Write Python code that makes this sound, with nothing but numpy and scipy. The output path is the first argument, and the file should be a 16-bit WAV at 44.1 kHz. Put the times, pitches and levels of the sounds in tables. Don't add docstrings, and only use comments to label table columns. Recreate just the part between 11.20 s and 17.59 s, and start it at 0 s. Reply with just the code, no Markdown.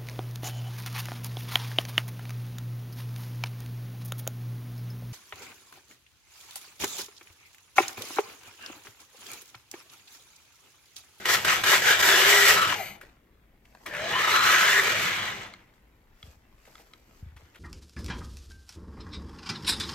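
import sys
import numpy as np
from scipy import signal
from scipy.fft import rfft, irfft, next_fast_len
from scipy.io import wavfile
from scipy.ndimage import uniform_filter1d, map_coordinates

SR = 44100
rng = np.random.default_rng(int(sys.argv[2]) if len(sys.argv) > 2 else 0)


def gain_from_db(level_db):
    decades = np.asarray(level_db, float) / 20
    return 10 ** decades


def to_wav(s):
    ch = np.atleast_2d(s).T
    pcm = np.round(np.clip(ch, -1, 1) * 32767)
    wavfile.write(sys.argv[1], SR, pcm.astype(np.int16))


N = 281799
TIME = np.arange(N) / SR

# frequency in Hz, level in dB per Hz.
HOUSE = [(12, -36), (20, 1), (74, -5.5), (154, -10.5), (262, -11), (301, -12), (825, -26.5), (1060, -28.5),
         (1150, -34.5), (1960, -24.5), (5080, -45.5), (7730, -41), (9400, -43.5), (13200, -33.5),
         (16000, -39.5)]
# frequency in Hz, level in dB.
FRIDGE = [(55, -68.5), (110, -77)]
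HOUSE_DB = -62
# frequency in Hz, likeness from -1 to 1.
ALIKE = [(60, 0.98), (130, 1), (290, 0.88), (640, 0.52), (1410, 0.3), (3100, 0.31), (6820, 0.07),
         (15000, -0.61)]
# frequency in Hz, time to fall 60 dB in seconds.
KITCHEN = [(200, 0.98), (2000, 0.44), (10000, 0.26)]

# frequency in Hz, level in dB per Hz.
CLOTH = [(180, -14), (300, -5), (534, -2.5), (1100, -4), (2200, -6), (3600, -12.5), (5500, -23),
         (9000, -40), (12000, -120)]
# peak in seconds, rise and fall in seconds over 20 dB (sign ignored),
# low-pitched level in dB, high-pitched level in dB.
STIRS = [(1.817, 0.017, 0.19, -56.5, -63.5), (2.15, .5, 3, -76, -87), (2.452, 0.013, 2, -76, -72.5),
         (2.637, 0.24, 0.4, -67.5, -65), (2.662, 0.00477, -0.11, -42.5, -48),
         (4.4, 0.033, -0.6, -67.5, -74.5), (4.54, 0.005, 0.1, -88, -71), (4.68, .06, -1, -77.5, -84),
         (4.97, 0.6, 1.1, -74, -83), (5.07, .15, 0.15, -64.5, -61.5), (5.125, .08, .06, -68, -64),
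         (5.25, .3, 0.5, -74.5, -80), (5.47, 0.17, .6, -66, -65), (5.619, 0.36, 0.03, -64.5, -63),
         (5.67, 0.056, -0.05, -68, -65.5), (5.74, .1, .2, -70, -72), (5.87, .3, 0.8, -71.5, -74),
         (6.0, 0.39, 0.1, -71.5, -65.5), (6.08, 0.098, -0.2, -68.5, -79), (6.172, .015, -1, -66, -69),
         (6.24, 0.1, -0.1, -72, -75.5), (6.355, 0.0186, 0.3, -66, -75)]
STILL_LOW_DB, STILL_HIGH_DB = -83.5, -90.5

# start in seconds, peak in dB, ring in Hz,
# treble in dB next to the peak, time to fall 60 dB in seconds.
KNOCKS = [(.044, -33, 1900, -25, .05), (.05, -27, 1900, -25, 0.034), (0.055, -14, 1940, -32.5, 0.036),
          (0.248, -17.5, 980, -12, 0.04), (0.437, -15.5, 1160, -15, 0.045),
          (1.522, -14.5, 1125, -22, 0.043), (2.452, -42.5, 2333, -16, 0.025),
          (2.55, -34.5, 1420, -30, 0.0221), (2.549, -37, 650, -30, 0.024), (2.659, -33, 1412, -19.5, .03),
          (2.661, -23, 1687, -15, 0.047), (2.667, -30, 1900, -18, .03), (2.677, -30, 1883, -25, 0.026),
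          (2.878, -20.5, 2390, -28.5, 0.0096), (4.263, -37, 2380, -21.5, .04),
          (4.405, -52, 2000, -25, 0.037), (4.392, -47, 2000, -27.5, 0.02996),
          (4.476, -54, 2080, -20, 0.036), (6.118, -51.5, 1320, -25, 0.0293), (6.164, -43, 2120, -17, 0.034),
          (6.346, -46, 2040, -18, .03), (6.36, -47, 2040, -18, .03)]
# start in seconds, peak
# in dB, centre in Hz, # treble in dB next to the peak, time to fall 60 dB in seconds.
SCUFFS = [(1.811, -35.5, 1629, -17.5, 0.1034), (2.675, -41, 1835, -25.5, 0.38),
          (2.733, -30, 1700, -23.5, 0.7), (3.648, -31, 1420, -20.5, .06), (4.035, -28, 1315, -25, .15),
          (4.258, -34, 1382, -22, 0.095), (4.4, -54, 2029, -25, .2), (4.47, -56, 2060, -25, .12),
          (5.451, -46.5, 2000, -17.5, 0.131), (5.6, -50, 2540, -13.5, 0.13),
          (5.474, -40, 537, -21.5, 0.079), (5.594, -46, 545, -15.5, 0.14), (5.586, -50, 1700, -14, 0.052),
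          (5.609, -47, 3000, -10, .03), (5.607, -50, 481, -13.5, 0.059), (6.163, -44, 1350, -22, 0.07),
          (6.168, -41.5, 2200, -19.5, .06), (6.344, -41.5, 2090, -18, 0.1),
          (6.358, -43.5, 1910, -18, 0.082), (6.372, -45, 2800, -15.5, .08)]
SQUEAKS = [
    (1.781, -63, 11000, -40, .035),
    (1.811, -56, 11400, -40, .045),
    (1.823, -62, 11300, -40, .035),
]
# start in seconds, peak in dB, upper ringing in dB next to the peak.
LEVER = [
    (4.337, -37.5, -5),
    (4.539, -66, -3),
    (4.84, -65, -8),
    (4.972, -61, -10),
    (5.028, -40.5, -3.5),
    (5.5537, -41.5, -12),
    (5.58, -47, -7),
    (5.735, -40.5, -4.5),
]
# frequency in Hz, time to fall 60 dB in seconds.
REMOTE_CASE = [(1300, .016), (2120, .014), (3280, .014), (3850, .011), (4750, .006)]
# start in seconds, peak in dB, frequency in Hz,
# time to fall 60 dB in seconds.
THUDS = [
    (5.035, -40.5, 68, 0.11),
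    (5.076, -40, 67.45, 0.13),
    (5.167, -47.5, 67.3, 0.11),
    (6.026, -29.5, 66.15, 0.097),
    (6.061, -35.5, 70.4, 0.19),
    (6.123, -42, 64.3, 0.188),
    (6.158, -41.5, 67.33, 0.147),
    (6.228, -46.5, 68.2, 0.164),
]

# press in seconds, held for seconds, shell rattle in dB, gear tooth rate in Hz,
# whine in dB next to the rattle.
BLIPS = [
    (0.054, 0.09, -20.5, 1938, -10),
    (0.247, 0.086, -19, 1484, -9.5),
    (0.436, .11, -17.5, 1640, -10.5),
    (0.62, 0.12, -18.5, 1615, -7),
]
# press in seconds, held for seconds.
HOLDS = [
    (.795, 0.64),
    (2.66, 0.7),
]
# time in seconds, shell rattle in dB, gear tooth rate in Hz,
# whine in dB next to the rattle.
REVERSE = [
    [(.79, -25, 1647, -11), (.82, -20.5, 1668, -8.5), (.9, -19.5, 1709, -5.5), (1.05, -17.5, 1774, -12.5),
     (1.14, -18.5, 1930, -6.5), (1.31, -19, 1929, -6.5)],
    [(1.345, -20, 1607, -21.5), (1.37, -23.5, 1316, -4.5), (1.47, -28, 1300, -5.5), (1.5, -24.5, 1257, -13),
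     (1.53, -27, 1147, -18), (1.545, -28, 1097, -13)],
    [(1.557, -29, 838, -8.5), (1.58, -32, 830, -11.5), (1.605, -36.5, 784, 6), (1.635, -39.5, 694, 2),
     (1.655, -36, 629, -22), (1.755, -51.5, 521.6, -20), (1.8, -67.5, 446, -27)],
]
FORWARD = [
    [(2.672, -56.5, 480.8, -1), (2.735, -40.5, 570, 4), (2.86, -31.5, 660, -3), (2.9, -30, 790.4, -12),
     (2.95, -28.5, 949.4, -3.5), (3.0, -26.5, 1090, -8), (3.05, -27.5, 1236, -3.5), (3.115, -24, 1278, -7),
     (3.22, -24, 1355, -1), (3.27, -22, 1459, -7), (3.36, -22.5, 1558, -3.5), (3.6, -22.5, 1857, -1.5)],
    [(3.625, -26, 1750, -17), (3.68, -24, 1438, -13), (3.75, -26.5, 1390, -23), (3.79, -27, 1374, -20),
     (3.97, -29, 1151, -15.5), (4.1, -33, 960, -12.5), (4.234, -41, 747, -13), (4.362, -56, 550, -29),
     (4.46, -78, 400, -18)],
]
TURN_S = 2.2
FULL_HZ = 1800
STANDBY_DB = -45
SLACK_DB, TAKE_UP_S = 5.5, 0.082
FALL_DB_PER_S, UNLOADED_DB = 167.5, 7.5
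# middle in seconds, extra level in dB, half width in seconds.
BITES = [(0.101, 4.5, 0.0144), (0.143, 4.5, 0.015), (0.251, 4.0, 0.0064), (0.284, 3.5, 0.015),
         (0.305, 4.0, 0.0071), (0.52, 5, 0.004), (0.539, 5.5, 0.015), (0.681, 6, 0.015), (0.711, 4, 0.006),
         (0.833, 3.5, 0.0064), (0.894, 3, 0.0087), (1.297, 4.5, 0.0116), (1.427, 5, 0.015),
         (1.454, 4.5, 0.0054), (3.049, 4.5, 0.0099), (3.08, 5, 0.0085), (3.161, 4, 0.0129),
         (3.227, 2, 0.0136), (3.346, 2, 0.0116), (3.652, 4, 0.015)]
BITE_WHINE, BITE_RATTLE = 1.3, 0.46
GAPS = [
    (.076, -5.5, .01),
    (.266, -6, .012),
    (.456, -3, 0.0099),
    (.64, -2, 0.011),
    (.821, -8.5, 0.0041),
    (1.405, -3, .01),
]

# frequency in Hz, width in Hz, level in dB.
SHELL = [(420, 17, -13), (624, 34, -9), (830, 34, -13), (1017, 43, -6), (1300, 140, -3), (1567, 170, -6.5),
         (1670, 82, -4.5), (1920, 100, -8), (2250, 230, -10.5), (2836, 82, -7.5), (2935, 120, -7),
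         (3580, 380, -10.5), (4120, 120, -12), (6210, 400, -9), (7750, 150, -9.5)]
# frequency in Hz, level in dB per Hz.
RATTLE = [(560, -43), (950, -9), (1320, -6.5), (1900, -1.5), (2700, -5.5), (2920, -6), (4480, -10.5),
          (8000, -23), (10400, -46), (17600, -120)]
TICKS_PER_S, TICK_DB, TICK_SPREAD_DB = 350, -9, 3
# time in seconds, share of this band taken away (below 0: added).
MIDRANGE_LOSS = [(0, -0.065), (.3, 0.12), (.8, 0.32), (1.2, 0.39), (1.3, 0.13), (1.52, 0), (1.57, 0.73),
                 (2.0, 0.73), (2.9, .2), (3.1, -0.25), (3.3, -0.28), (3.5, .1), (4.5, -0.024)]
MIDRANGE_HZ, MIDRANGE_WIDTH_HZ = 1230, 470
# frequency in Hz, level in dB per Hz.
FIZZ = [(2650, -26.5), (4500, 0), (7820, -2.5), (8460, -9), (9360, -13), (12100, -3.5), (12900, -4),
        (15100, -11), (16000, -33)]
BRUSH_DB = (-10, -12)
BRUSH_DB_PER_OCTAVE, BRUSH_POWER_DB, BRUSH_FLUTTER_DB = 7.5, 1, 1.6
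# frequency in Hz, level in dB per Hz.
DRONE = [(160, -46.5), (280, -16), (338, -5.5), (444, -4), (486, -3.5), (696, -2.5), (950, -4),
         (1240, -29.5), (2090, -120)]
DRONE_DB = (-34, -35)
DRONE_GROWS, DRONE_POWER_DB = 0.67, 1.5

# multiple of the tooth rate, level in dB.
ORDERS = [(.86, -7.5), (1, 0), (1.13, -8), (2, -10), (4, -11)]
POWERED_STEADY, COASTING_STEADY = (0.9, 0.8), (1.3, 0.3)
SLOW_OCTAVES, SLOW_STEADY = -0.8, (3, 2.5)
SLOW_THIRD_DB, SLOW_OVERTONE_DB = -12, -30
THIRD_DB = (-13, -11)
THIRD_DB_PER_OCTAVE, THIRD_COAST_DB = -13.5, -4.5
HUNT_SHARE, HUNT_PER_S = 0.018, 35
CHATTER_DB = 2
STAGE_DB = (-14, -18)
STAGE_RATIO, STAGE_TOP_HZ = 4.45, 408
AXLE_HZ, AXLE_WIDTH_HZ, AXLE_SKIRT = 400, 28, 0.16
GRIP_S, GRIP_DB_PER_S, WHEEL_LAG_S = 1.0, 14, 0.045

# frequency in Hz, level in dB per Hz.
TYRES = [(24, -48), (40, -18.5), (108, 5.5), (140, -1.5), (205, 2.5), (253, -10), (302, -14.5), (330, 1.5),
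         (430, -30.5), (730, -120)]
TYRE_DB, TYRE_GROWS, TYRE_FULL_DB = -48.5, 0.46, -31
# time in seconds, extra rumble in dB.
SEAMS = [
    (1.36, 5.5),
    (1.48, 3),
    (2.93, 4.5),
    (3.245, 1),
    (3.74, 8),
    (3.86, 6),
]
SEAM_S = 0.066
# time in seconds, frequency in Hz, level in dB.
SKID = [
    (1.52, 2244, -99),
    (1.56, 2280, -47.5),
    (1.6, 2186, -41),
    (1.65, 2296, -43.5),
    (1.7, 2277, -48.5),
    (1.75, 2297, -57.5),
    (1.83, 2250, -99),
]
# multiple, level in dB.
SKID_ORDERS = [(1.95, -8), (2.75, -8.5), (3, -12), (3.5, -11), (4.8, -16), (5.2, -11.5), (5.55, -7),
               (5.9, -10.5), (6.4, -14.5)]
# time in seconds, frequency in Hz,
# level in dB next to the rattle.
HOUSING = [(2.66, 1895, -1), (2.72, 1692, 1), (2.8, 1750, -9.5), (2.97, 1850, -5), (3.05, 1745, -10),
           (3.15, 1910, -20), (3.33, 1864, -7.5), (3.45, 2046, -11), (3.58, 2057, -7), (3.64, 2150, -29),
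           (3.78, 2094, -33), (3.9, 2145, -7), (4.0, 2250, -15), (4.2, 2128, -7.5), (4.3, 2054, -12),
           (4.45, 2000, -4)]
# time in seconds, frequency in Hz, level in dB next to the rattle.
CAN = [
    (3.1, 4080, -45),
    (3.125, 4100, -10),
    (3.2, 4060, -14),
    (3.3, 4120, -14),
    (3.35, 4100, -45),
]
# time in seconds, left minus right in dB.
PLACE = [(0, 0.06), (1.42, -0.5), (1.6, 3), (2.72, 1.5), (2.93, -0.5), (4.5, -0.8)]

# frequency in Hz, left minus right in dB.
BALANCE = [(60, 5), (110, 2), (200, 0.5), (380, 6.5), (700, 4), (1290, 6.5), (2380, 4), (4400, 1.5),
           (8120, -7), (15000, 13)]
# frequency in Hz, lead of the left one in radians.
LEAD = [(0, 0), (220, 0.19), (1030, 0.73), (1380, 1.3), (1810, 0.19), (8010, 1.97), (16000, 1)]
TOP_HZ = 15880


def unit(x):
    return x / np.sqrt(np.mean(x ** 2) + 1e-20)


def along(points, hz):
    f, v = np.transpose(points)
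    return np.interp(np.log(hz + 1), np.log(f + 1), v)


def curves(rows):
    s, *columns = np.transpose(rows)
    return [np.interp(TIME, s, column) for column in columns]


def bumps(rows):
    return sum(db * np.exp(-((TIME - s) / width) ** 2) for s, db, width in rows)


def wobble(rate):
    return map_coordinates(rng.standard_normal(N // 8), [TIME * min(rate, 5000)])


def filtered(x, response):
    m = next_fast_len(N + SR // 2)
    return irfft(rfft(x, m) * response(np.fft.rfftfreq(m, 1 / SR)), m)[..., :N]


def resonance(f, hz, width):
    return 1j * f * width / (hz ** 2 - f * f + 1j * f * width)


def rush(spectrum, grain_db, patchy_db, colour=lambda f: 1):
    grains = rng.standard_normal((2, N)) * gain_from_db(grain_db * wobble(700))
    z = signal.stft(grains, nperseg=512)[2]
    field = uniform_filter1d(rng.standard_normal(z.shape[1:]), size=2, axis=0)
    field = uniform_filter1d(field, size=14, axis=1)
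    pair = signal.istft(z * gain_from_db(patchy_db * unit(field)), nperseg=512)[1][:, :N]

    def response(hz):
        turn = np.arccos(np.clip(along(ALIKE, hz), -1, 1)) / 2
        return colour(hz) * gain_from_db(along(spectrum, hz)) * np.array([np.cos(turn), np.sin(turn)])

    mid, side = filtered(pair, response)
    return unit(np.array([mid + side, mid - side]))


def whine(hz, orders, steady, rate):
    turns = np.cumsum(hz * np.ones(N)) / SR
    out = 0
    for multiple, db in orders:
        wear = (steady + wobble(rate) + 1j * wobble(rate)) / np.sqrt(1 + steady ** 2 / 2)
        out = out + gain_from_db(db) * np.real(wear * np.exp(2j * np.pi * multiple * turns))
    return out


def room(x, wet_db):
    hz, t, z = signal.stft(rng.standard_normal((2, SR // 2)), SR, nperseg=256)
    tail = signal.istft(z * gain_from_db(-60 * t / along(KITCHEN, hz)[:, None]), SR, nperseg=256)[1]
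    tail = tail / np.linalg.norm(tail[0])
    return x + gain_from_db(wet_db) * signal.fftconvolve(np.atleast_2d(x), tail, axes=1)[:, :N]


def house():
    fridge = sum(gain_from_db(db) * whine(hz, [(0.98, 0.0065)], steady=1.3, rate=17) for hz, db in FRIDGE)
    return gain_from_db(HOUSE_DB + 0.39 * wobble(6.5)) * rush(HOUSE, 0.1, 2.2) + fridge


def rustle():
    low, high = gain_from_db(STILL_LOW_DB) ** 2, gain_from_db(STILL_HIGH_DB) ** 2
    for s, rise, fall, low_db, high_db in STIRS:
        shape = gain_from_db(-40 * np.abs(TIME - s) / np.abs(np.where(TIME < s, rise, fall)))
        low = low + gain_from_db(low_db) ** 2 * shape
        high = high + gain_from_db(high_db) ** 2 * shape
    soft = gain_from_db(5) * np.sqrt(low) * rush(CLOTH, 3, 3)
    return soft + gain_from_db(-0.5) * np.sqrt(high) * rush(FIZZ, 2.5, 1.5)


def noise_band(low_hz, high_hz, length):
    coefficients = signal.butter(2, [low_hz, high_hz], "bandpass", fs=SR)
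    return signal.lfilter(*coefficients, rng.standard_normal(length))


def contacts(events, ring_share, rise):
    out, t = np.zeros(N + SR), np.arange(SR // 4) / SR
    for s, db, hz, treble_db, t60 in events:
        ring = 0
        for k in (1, 1.5, 2.5, 3.7):
            size = rng.uniform(0.42, 1) * (hz * k < SR / 2) / k ** 2
            ring = ring + size * gain_from_db(-25 * k * t / t60) * np.sin(2 * np.pi * hz * k * t)
        puff = 0.45 * unit(noise_band(0.69 * hz, 1.42 * hz, len(t)))
        treble = gain_from_db(treble_db) * unit(noise_band(3100, 13500, len(t)))
        crack = 0.5 * gain_from_db(-60 * t / 0.0096) * unit(noise_band(500, 6500, len(t)))
        shape = gain_from_db(db - 60 * t / t60) * (1 - np.exp(-t / rise))
        out[round(s * SR):][:len(t)] += shape * (ring_share * ring + puff + treble + crack)
    return out[:N]


def knocks():
    return room(contacts(KNOCKS, 0.45, rise=0.0015), -14)


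def press(s, held):
    return 1.0 * (TIME >= s) * (TIME < s + held)


def way(pair):
    return np.where(TIME < TURN_S, *pair)


def motor():
    power = uniform_filter1d(sum(press(*row[:2]) for row in BLIPS + HOLDS), size=900)
    runs = np.vstack(REVERSE + FORWARD)
    before_runs = TIME < runs[0, 0]
    rattle_db = np.where(before_runs, STANDBY_DB, curves(runs)[0])
    for s, held, db, *_ in BLIPS:
        after = np.maximum(TIME - s, 0)
        blip_db = db - SLACK_DB * np.exp(-after / TAKE_UP_S)
        blip_db = blip_db - FALL_DB_PER_S * np.maximum(after - held, 0)
        rattle_db = np.maximum(rattle_db, np.where(TIME >= s, blip_db, -99))
    rattle_db = uniform_filter1d(rattle_db + bumps(GAPS), size=150)
    peaks = [(s + held * 0.8, hz, db) for s, held, _, hz, db in BLIPS]
    mesh_hz, load_db = curves(peaks + [(s, hz, db) for s, _, hz, db in runs])
    load_db = load_db - UNLOADED_DB * (1 - power) * before_runs
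    return power, rattle_db, mesh_hz, load_db


def shell(f):
    return sum((-1) ** k * gain_from_db(db) * resonance(f, hz, width) for k, (hz, width, db) in enumerate(SHELL))


def ticks():
    chance, size = rng.random(N), np.minimum(rng.exponential(1, N), 3)
    hits = (chance < TICKS_PER_S / SR) * gain_from_db(TICK_SPREAD_DB * size)

    def response(f):
        softness = 1j * f / (900 + 1j * f) / (1 + 1j * f / 5000)
        return (shell(f) + 0.1) * softness ** 2

    return gain_from_db(TICK_DB) * unit(filtered(hits, response))


def clatter():
    rattle = rush(RATTLE, 1.4, 2.4, lambda f: 0.3 + np.abs(shell(f))) + ticks()
    midrange = filtered(rattle, lambda f: resonance(f, MIDRANGE_HZ, MIDRANGE_WIDTH_HZ))
    return rattle - curves(MIDRANGE_LOSS)[0] * midrange


def brushes(power, octaves):
    level_db = way(BRUSH_DB) + BRUSH_DB_PER_OCTAVE * octaves + BRUSH_POWER_DB * power + 2.5
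    return gain_from_db(level_db + BRUSH_FLUTTER_DB * wobble(30)) * rush(FIZZ, 1.1, 1.5)


def chassis(power, rattle_db):
    level_db = way(DRONE_DB) + DRONE_GROWS * (rattle_db + 19.5) + DRONE_POWER_DB * power
    return gain_from_db(level_db - rattle_db) * rush(DRONE, 0.72, 2.8)


def gear_teeth(power, rattle_db, mesh_hz, load_db, octaves):
    slow = np.clip(SLOW_OCTAVES - octaves, 0, 0.6)
    steady = power * way(POWERED_STEADY) + (1 - power) * way(COASTING_STEADY) + way(SLOW_STEADY) * slow
    third_db = way(THIRD_DB) + THIRD_DB_PER_OCTAVE * np.maximum(octaves, SLOW_OCTAVES)
    third_db = third_db + THIRD_COAST_DB * (1 - power) + SLOW_THIRD_DB * slow
    orders = [(k, db + (k > 1) * SLOW_OVERTONE_DB * slow) for k, db in ORDERS]
    hunting_hz = mesh_hz * (1 + HUNT_SHARE * power * wobble(HUNT_PER_S))
    teeth = whine(hunting_hz, orders, steady, rate=300)
    teeth = teeth + whine(hunting_hz, [(3, third_db)], 0.7, rate=330)
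    chatter_db = CHATTER_DB * power * (wobble(21.987) - 0.42)
    push = gain_from_db(rattle_db + load_db + BITE_WHINE * bumps(BITES) + chatter_db) * teeth
    return gain_from_db(7) * filtered(push, lambda f: 0.14 + np.abs(shell(f)))


def axle_hum(rattle_db, mesh_hz, throb):
    keep = np.exp(-1 / (WHEEL_LAG_S * SR))
    lagging_hz = signal.lfilter([1 - keep], [1, -keep], mesh_hz)
    stage_hz = np.minimum(lagging_hz / STAGE_RATIO, STAGE_TOP_HZ)
    grip_db = GRIP_DB_PER_S * np.minimum(TIME - GRIP_S, 0)
    hum = whine(stage_hz * (1 + 0.03 * throb), [(1, 0), (2, 2)], steady=2, rate=70)
    hum = gain_from_db(rattle_db + way(STAGE_DB) + grip_db) * hum
    return filtered(hum, lambda f: AXLE_SKIRT + resonance(f, AXLE_HZ, AXLE_WIDTH_HZ))


def tyres(rattle_db):
    seams_db = bumps([(s, db, SEAM_S) for s, db in SEAMS])
    level_db = TYRE_DB + TYRE_GROWS * np.minimum(rattle_db - TYRE_FULL_DB, 0) + seams_db
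    return gain_from_db(level_db + 0.9 * wobble(25)) * rush(TYRES, 0.1, 0.58)


def skid(skid_hz, skid_db):
    squeal = whine(skid_hz, SKID_ORDERS, steady=0.1, rate=900)
    rough = whine(skid_hz, [(0.94, -1), (1.06, -2), (1.3, -8)], steady=0.2, rate=300)
    return gain_from_db(skid_db) * (squeal + rough)


def housing(rattle_db):
    housing_hz, housing_db = curves(HOUSING)
    gears = whine(housing_hz, [(1, 0), (1.36, -8)], steady=0.2, rate=300)
    gears = (TIME > TURN_S) * gain_from_db(rattle_db + housing_db) * gears
    can_hz, can_db = curves(CAN)
    can_level = gain_from_db(rattle_db + can_db + 2 * wobble(30))
    return gears + can_level * whine(can_hz, [(1, 0)], steady=1.5, rate=120)


def sounding(spans):
    inside = sum(1.0 * (TIME >= start) * (TIME <= end + 0.01) for start, end in spans)
    return uniform_filter1d(np.minimum(inside, 1), size=200, mode="nearest")


def truck():
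    power, rattle_db, mesh_hz, load_db = motor()
    octaves = np.log2(mesh_hz / FULL_HZ)
    throb = 0.7 * wobble(25) + 0.5 * wobble(90)
    skid_hz, skid_db = curves(SKID)
    locked = gain_from_db(-np.clip(skid_db + 60, 0, 5))
    rough = locked * (clatter() + chassis(power, rattle_db)) + brushes(power, octaves)
    rough = gain_from_db(rattle_db - 0.5 + throb + BITE_RATTLE * bumps(BITES)) * rough
    teeth = gear_teeth(power, rattle_db, mesh_hz, load_db, octaves)
    ringing = room(teeth + skid(skid_hz, skid_db) + housing(rattle_db), -13)
    heard = ringing + axle_hum(rattle_db, mesh_hz, throb) + rough
    pan_db = curves(PLACE)[0]
    heard = heard * gain_from_db(np.array([pan_db, -pan_db]) * 0.53)
    moving = sounding([(0, REVERSE[-1][-1][0]), (FORWARD[0][0][0], FORWARD[-1][-1][0])])
    return moving * (heard + tyres(rattle_db))


def scuffs():
    drags = gain_from_db(3.5 * wobble(220)) * contacts(SCUFFS, 0.15, rise=0.005)
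    return room(drags + contacts(SQUEAKS, 4, rise=0.003), -14)


def lever():
    out, t = np.zeros(N + SR), np.arange(SR // 10) / SR
    for s, db, upper_db in LEVER:
        ring = 0
        for hz, t60 in REMOTE_CASE:
            level_db = (hz > 2500) * (upper_db + 5.5) + rng.normal(0, 3.1)
            tone = np.sin(2 * np.pi * hz * rng.normal(1, 0.021) * t)
            ring = ring + gain_from_db(level_db - 60 * t / t60) * tone
        snap = 1.8 * gain_from_db(-60 * t / 0.0098) * noise_band(600, 6000, len(t))
        out[round(s * SR):][:len(t)] += gain_from_db(db + 5) * (1 - np.exp(-t / 0.002)) * (ring + snap)
    return room(out[:N], -14)


def thuds():
    out, t = np.zeros(N + SR), np.arange(SR // 2) / SR
    for s, db, hz, t60 in THUDS:
        cycles = hz * (t + 0.5 * 0.015 * (1 - np.exp(-t / 0.0064)))
        rise = (1 - np.exp(-t / 0.0025)) ** 2
        out[round(s * SR):][:len(t)] += gain_from_db(db + 1.5 - 60 * t / t60) * rise * np.sin(2 * np.pi * cycles)
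    return out[:N]


def scene():
    return house() + rustle() + knocks() + truck() + scuffs() + lever() + thuds()


def band_limit(x):
    return signal.sosfilt(signal.butter(12, 16440, fs=SR, output="sos"), x)


def record(dry):
    side = np.array([[1], [-1]])

    def microphones(hz):
        tone = gain_from_db(along(BALANCE, hz) * 0.21 * side)
        return (hz < TOP_HZ) * tone * np.exp(0.5j * along(LEAD, hz) * side)

    return band_limit(filtered(dry, microphones))


dry = scene()
out = record(dry)
to_wav(out)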